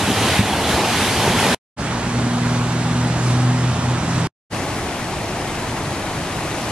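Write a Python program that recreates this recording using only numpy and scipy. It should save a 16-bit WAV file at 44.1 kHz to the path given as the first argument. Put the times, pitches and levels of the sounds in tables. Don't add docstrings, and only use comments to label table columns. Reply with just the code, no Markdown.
import sys
import numpy as np
from scipy import signal
from scipy.fft import rfft, irfft, next_fast_len
from scipy.io import wavfile
from scipy.ndimage import uniform_filter1d

SR = 44100
rng = np.random.default_rng(int(sys.argv[2]) if len(sys.argv) > 2 else 0)


def store_pcm(level_fs):
    pcm = np.round(np.clip(level_fs, -1, 1) * 32767).astype(np.int16)
    wavfile.write(sys.argv[1], SR, np.atleast_2d(pcm).T)


N = 295911
TIME = np.arange(N) / SR
FALL_SPAN_S, POND_SPAN_S, CASCADE_SPAN_S = (-1, 1.547), (1.763, 4.272), (4.497, 7)


def gain_of(db):
    return 10 ** (np.asarray(db) / 20)


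def unit_rms(x):
    return x / np.sqrt(np.mean(x ** 2) + 1e-20)


def at_hz(table, hz):
    row_hz, *columns = np.transpose(table)
    return [np.interp(np.log(hz + 1), np.log(row_hz + 1), column) for column in columns]


def follow(table):
    row_s, *columns = np.transpose(table)
    return [np.interp(TIME, row_s, column) for column in columns]


def swells(table, half_width_s):
    return sum(db * np.exp(-((TIME - s) / half_width_s) ** 2) for s, db in table)


def wander(rate_hz):
    hz = np.fft.rfftfreq(N, 1 / SR)
    return unit_rms(irfft(rfft(rng.standard_normal(N)) * np.exp(-(hz / rate_hz) ** 2), N))


def patches(shape, frames, bins):
    field = uniform_filter1d(rng.standard_normal(shape), bins, axis=0)
    return unit_rms(uniform_filter1d(field, frames, axis=1))


def bubble(hz, cycles, rise):
    age = np.arange(int(2 * cycles * SR / hz) + 2) * hz / SR / cycles
    phase = 2 * np.pi * cycles * (age + rise * age ** 2 / 2)
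    return np.sin(phase) * np.exp(-np.pi * age) * (1 - np.exp(-2 * cycles * age))


def bubble_cloud(length, low_hz, high_hz, per_s, spread_db, cycles, rise, pitches=48):
    cloud = np.zeros(length)
    for hz in np.geomspace(low_hz, high_hz, pitches):
        born = rng.random(length) < per_s / pitches / SR
        strength = np.minimum(rng.exponential(1, length), 4)
        kicks = born * gain_of(spread_db * strength) * rng.choice([-1, 1], length)
        ringing = signal.oaconvolve(kicks, bubble(hz, cycles, rise))[:length]
        cloud += np.sqrt(hz) * unit_rms(ringing)
    return unit_rms(cloud) * np.sqrt(2 * (high_hz - low_hz) / SR)


def drops(length, bubbles_db, bubbles_per_s, ticks_db, ticks_per_s, spread_db,
          babble_db, babble_per_s, babble_hz):
    bubbles = bubble_cloud(length, 337.8, 4250, bubbles_per_s, spread_db, cycles=34, rise=0.033)
    ticks = bubble_cloud(length, 1430, 12500, ticks_per_s, spread_db, cycles=1.8, rise=0)
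    babble = bubble_cloud(length, *babble_hz, babble_per_s, 1.3, cycles=52, rise=0.02, pitches=12)
    rush = rng.standard_normal(length)
    return rush + gain_of(bubbles_db) * bubbles + gain_of(ticks_db) * ticks + gain_of(babble_db) * babble


def port_pair(spectra, hz, ports):
    likeness, balance_db, lead_rad = at_hz(ports, hz)
    common = spectra[0] * np.sqrt((1 + likeness) / 2)
    differing = spectra[1] * np.sqrt((1 - likeness) / 2)
    left = (common + differing) * gain_of(balance_db / 2)
    right = (common - differing) * gain_of(-balance_db / 2) * np.exp(1j * lead_rad)
    return np.array([left, right])


def water(span_s, colour, ports, sway_db, trim_db, patchy_db, flicker_db, **drop_settings):
    # frequency in Hz, share of churn, of splash, of splatter, of spray.
    bands = [(250, 1, 0, 0, 0), (750, 0, 1, 0, 0), (1800, 0, 0, 1, 0), (3500, 0, 0, 1, 0),
             (6000, 0, 0, 0, 1)]
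    inside = (TIME > span_s[0]) & (TIME < span_s[1] + 0.04)
    length = inside.sum()
    rushes = [drops(length, **drop_settings) for _ in range(2)]
    bin_hz, frame_s, frames = signal.stft(rushes, SR, nperseg=512, noverlap=384)
    curves_db = [np.interp(frame_s, TIME[:length], db[inside] - db[inside].mean()) for db in sway_db]
    gain_db = np.transpose(at_hz(bands, bin_hz)) @ curves_db
    gain_db += patchy_db * patches(gain_db.shape, frames=15, bins=6)
    gain_db += flicker_db * patches(gain_db.shape, frames=4, bins=74)
    swaying = signal.istft(frames * gain_of(gain_db), nperseg=512, noverlap=384)[1][:, :length]
    size = next_fast_len(length + SR // 10)
    hz = np.fft.rfftfreq(size, 1 / SR)
    dc_block = hz / np.hypot(hz, 10)
    response = gain_of(at_hz(colour, hz)[0] + trim_db) * np.sqrt(SR / 2) * dc_block
    spectra = port_pair(rfft(swaying, size) * response, hz, ports)
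    stereo = np.zeros((2, N))
    stereo[:, inside] = irfft(spectra, size)[:, :length]
    return stereo


def waterfall():
    # frequency in Hz, relative density in dB.
    colour = [(25, -71), (95, -43.5), (145, -50), (195, -44), (290, -49.3), (420, -51), (540, -53),
              (830, -50.5), (1200, -56), (3200, -58), (5200, -63), (8000, -66.5), (11300, -67),
              (14500, -87.5)]
    # frequency in Hz, port likeness 0-1, left over right in dB, right lead in radians.
    ports = [(30, 0.985, 0.0, 0.0), (100, 0.998, 0.0, 0.0), (700, 0.986, -0.1, 0.04),
             (1500, 0.922, -0.2, 0.06), (3000, 0.778, -2.1, 0.29), (5000, 0.356, -0.3, 0.28),
             (8000, 0.187, 0.5, 1.12), (12000, 0.26, -0.4, 2.44)]
    # time in seconds, relative flow in dB.
    flow = [(0, -0.7), (0.18, -0.3), (0.25, 0.5), (0.392, 1.5), (0.415, -3), (0.665, -2.5), (0.695, 1),
            (0.82, -1.5), (0.92, 0.5), (1.02, 1.4), (1.14, 0.5), (1.27, 0.5), (1.345, -1), (1.39, 2.0),
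            (1.54, 1.2)]
    # time in seconds, swell in dB.
    splatter = [(0.19, -2), (0.25, 0.5), (0.39, -1), (0.412, -1.5)]
    # centre in seconds, swell in dB.
    gurgles = [(0.13, 1.7), (0.24, 2.5), (0.56, 3.4), (0.78, 5), (1.28, 4), (1.49, 5)]
    flow_db, gurgle_db = follow(flow)[0], swells(gurgles, half_width_s=0.085)
    churn_db = 0.15 * flow_db + 0.54 * gurgle_db
    splash_db = 0.15 * flow_db + gurgle_db
    sway_db = churn_db, splash_db, flow_db + follow(splatter)[0], 1.1 * flow_db
    return water(FALL_SPAN_S, colour, ports, sway_db, trim_db=-1.52, patchy_db=1.0, flicker_db=-0.08,
                 bubbles_db=-5.5, bubbles_per_s=700, ticks_db=-9.0, ticks_per_s=2000, spread_db=0.5,
                 babble_db=-4.5, babble_per_s=39, babble_hz=(723, 899))


def gulps(cutoff_hz=60):
    # start in seconds, level in dB, pitch in Hz.
    plunges = [(0.075, -8, 300), (0.084, -8, 205), (0.094, -12, 240), (0.212, -15, 93), (0.284, -12, 95),
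               (0.3903, -0.5, 109.5), (0.391, 0.5, 180), (0.392, -11, 430), (0.407, -4.5, 200),
               (0.736, -9.5, 77), (1.02, -8.5, 195), (1.17, -9.5, 95), (1.263, -6.5, 180), (1.273, -6, 112),
               (1.277, -3.5, 400), (1.294, -10, 165), (1.455, -13, 205)]
    pockets = np.zeros(N)
    for start_s, db, hz in plunges:
        ring = gain_of(db) * bubble(hz, cycles=3.74, rise=0.04)
        start = round(start_s * SR)
        pockets[start:start + len(ring)] += ring
    return signal.sosfilt(signal.butter(2, cutoff_hz, "highpass", fs=SR, output="sos"), pockets)


def fountains():
    # frequency in Hz, relative density in dB.
    colour = [(25, -71), (45, -59), (68, -48.5), (85, -51.5), (130, -48.5), (320, -53), (480, -58.5),
              (780, -56), (1400, -60), (2200, -65.5), (3300, -68), (4500, -70), (8000, -72), (10800, -78.5),
              (14500, -105)]
    # frequency in Hz, port likeness 0-1, left over right in dB, right lead in radians.
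    ports = [(100, 0.997, 0.1, 0.01), (700, 0.948, -1.1, 0.11), (1500, 0.83, -3.0, 0.36),
             (3000, 0.58, -3.0, 0.76), (5000, 0.529, -2.6, 1.83), (8000, 0.633, -0.6, 2.5),
             (12000, 0.926, -0.2, 3.09)]
    # centre in seconds, swell in dB.
    spray_swells = [(2.53, 1.5), (3.29, 3.5), (4.14, 2.2)]
    spray_db = swells(spray_swells, half_width_s=0.077)
    sway_db = 0.5 * wander(1.7), 0.16 * wander(3.3), 0.27 * spray_db, spray_db
    return water(POND_SPAN_S, colour, ports, sway_db, trim_db=-1.4, patchy_db=0.9, flicker_db=0.13,
                 bubbles_db=-9.0, bubbles_per_s=1200, ticks_db=-7.5, ticks_per_s=2500, spread_db=1.5,
                 babble_db=-15.5, babble_per_s=60, babble_hz=(706, 1000))


def car(waver=0.067, throb_hz=4.12, throb_depth_db=5.5):
    # time in seconds, firing rate in Hz.
    firing_rate = [(1.8, 118.8), (2.6, 121.0), (3.25, 123.0), (3.6, 123.7), (4.27, 124.0)]
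    # time in seconds, relative level in dB.
    firing_level = [(1.82, -29.5), (2.1, -30.5), (2.17, -22.5), (2.33, -27), (2.48, -21.5), (2.78, -25),
                    (3.03, -21), (3.19, -22.5), (3.28, -18), (3.5, -15), (3.62, -21), (3.7, -22.5),
                    (3.78, -27), (3.85, -22.5), (3.93, -24), (4.04, -23), (4.15, -27.5), (4.27, -19)]
    octave_level = [(2.0, -32.5), (2.18, -24.5), (2.5, -23.5), (2.72, -31), (2.98, -23.5), (3.08, -26.5),
                    (3.15, -37.5), (3.25, -34.5), (3.36, -24), (3.58, -25), (3.72, -36), (3.87, -28.5),
                    (4.05, -35), (4.15, -44)]
    drone_level = [(1.85, -46), (2.3, -31), (2.5, -26.5), (3.12, -25.5), (3.25, -36), (3.62, -25.5),
                   (3.78, -26), (3.88, -37), (4.07, -25), (4.27, -23.5)]
    # multiple of crank speed, level in dB.
    overtones = [(4.5, -36), (5.5, -39.5), (7.5, -43), (8, -45), (9, -47.5)]
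    firing_phase = 2 * np.pi * np.cumsum(follow(firing_rate)[0]) / SR
    crank_phase = firing_phase / 3
    throb_onset = np.interp(TIME, [3.48, 3.68], [0, 1])
    throb_db = throb_depth_db * throb_onset * np.cos(2 * np.pi * throb_hz * (TIME - 3.67))
    tones = gain_of(follow(firing_level)[0] + throb_db - 0.4) * np.sin(firing_phase + waver * wander(18))
    tones += gain_of(follow(octave_level)[0] - 0.2) * np.sin(2 * firing_phase + waver * wander(7.2))
    drone = gain_of(follow(drone_level)[0] - 0.5) * np.sin(4 * crank_phase + waver * wander(11))
    tones += drone * (1 + 0.19 * wander(8.6))
    for multiple, db in overtones:
        overtone = gain_of(db) * np.sin(multiple * crank_phase + waver * wander(5.4))
        tones += overtone * (1 + waver * wander(6.2))
    return np.sqrt(2) * tones


def far_engine(waver=0.067):
    # time in seconds, firing rate in Hz, level in dB.
    firing = [(3.4, 84, -55), (3.75, 90.5, -30), (4.0, 93, -34), (4.27, 95, -28)]
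    hz, db = follow(firing)
    phase = 2 * np.pi * np.cumsum(hz) / SR
    return np.sqrt(2) * gain_of(db) * np.sin(phase) * (1 + waver * wander(4.1))


def cascade():
    # frequency in Hz, relative density in dB.
    colour = [(25, -61), (55, -55.5), (110, -49.5), (220, -53), (350, -54), (480, -59.5), (670, -56),
              (820, -57.5), (980, -60), (1200, -61.5), (1450, -64.5), (1900, -64.5), (2500, -66.5),
              (3500, -71), (6500, -73.5), (11300, -78.5), (14500, -101)]
    # frequency in Hz, port likeness 0-1, left over right in dB, right lead in radians.
    ports = [(100, 0.992, 0.0, 0.02), (700, 0.967, 1.1, 0.07), (1500, 0.817, 2.9, -0.19),
             (3000, 0.593, 1.9, -0.58), (5000, 0.381, 2.6, -1.37), (8000, 0.323, 0.8, -1.94),
             (12000, 0.438, 1.2, -2.45)]
    # time in seconds, relative level in dB.
    spray = [(4.56, 0.8), (5.05, -0.6), (6.2, -0.2), (6.7, 1.5)]
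    spray_db = follow(spray)[0]
    sway_db = 0.1 * wander(3), 0.2 * spray_db, 0.6 * spray_db, spray_db
    return water(CASCADE_SPAN_S, colour, ports, sway_db, trim_db=-0.97, patchy_db=0.7, flicker_db=0.08,
                 bubbles_db=-8.5, bubbles_per_s=700, ticks_db=-5.0, ticks_per_s=2200, spread_db=3.0,
                 babble_db=-4.0, babble_per_s=25, babble_hz=(759, 879))


def gate(span_s, fade_s=0.043, tail_s=0.008):
    start_s, end_s = span_s
    rise = np.sin(np.pi / 2 * np.clip((TIME - start_s) / fade_s, 0, 1)) ** 2
    tail = gain_of(-20) * np.exp(-np.maximum(TIME - end_s, 0) / tail_s)
    return rise * np.where(TIME < end_s, 1, tail)


def scene():
    at_fall = (waterfall() + gulps()) * gate(FALL_SPAN_S)
    at_pond = (fountains() + car() + far_engine()) * gate(POND_SPAN_S)
    return at_fall + at_pond + cascade() * gate(CASCADE_SPAN_S)


def record(dry, cutoff_hz=14700):
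    lowpass = signal.firwin(511, cutoff_hz, window=("kaiser", 9), fs=SR)
    return signal.oaconvolve(dry, lowpass[None], "same", axes=1)


dry = scene()
out = record(dry)
store_pcm(out)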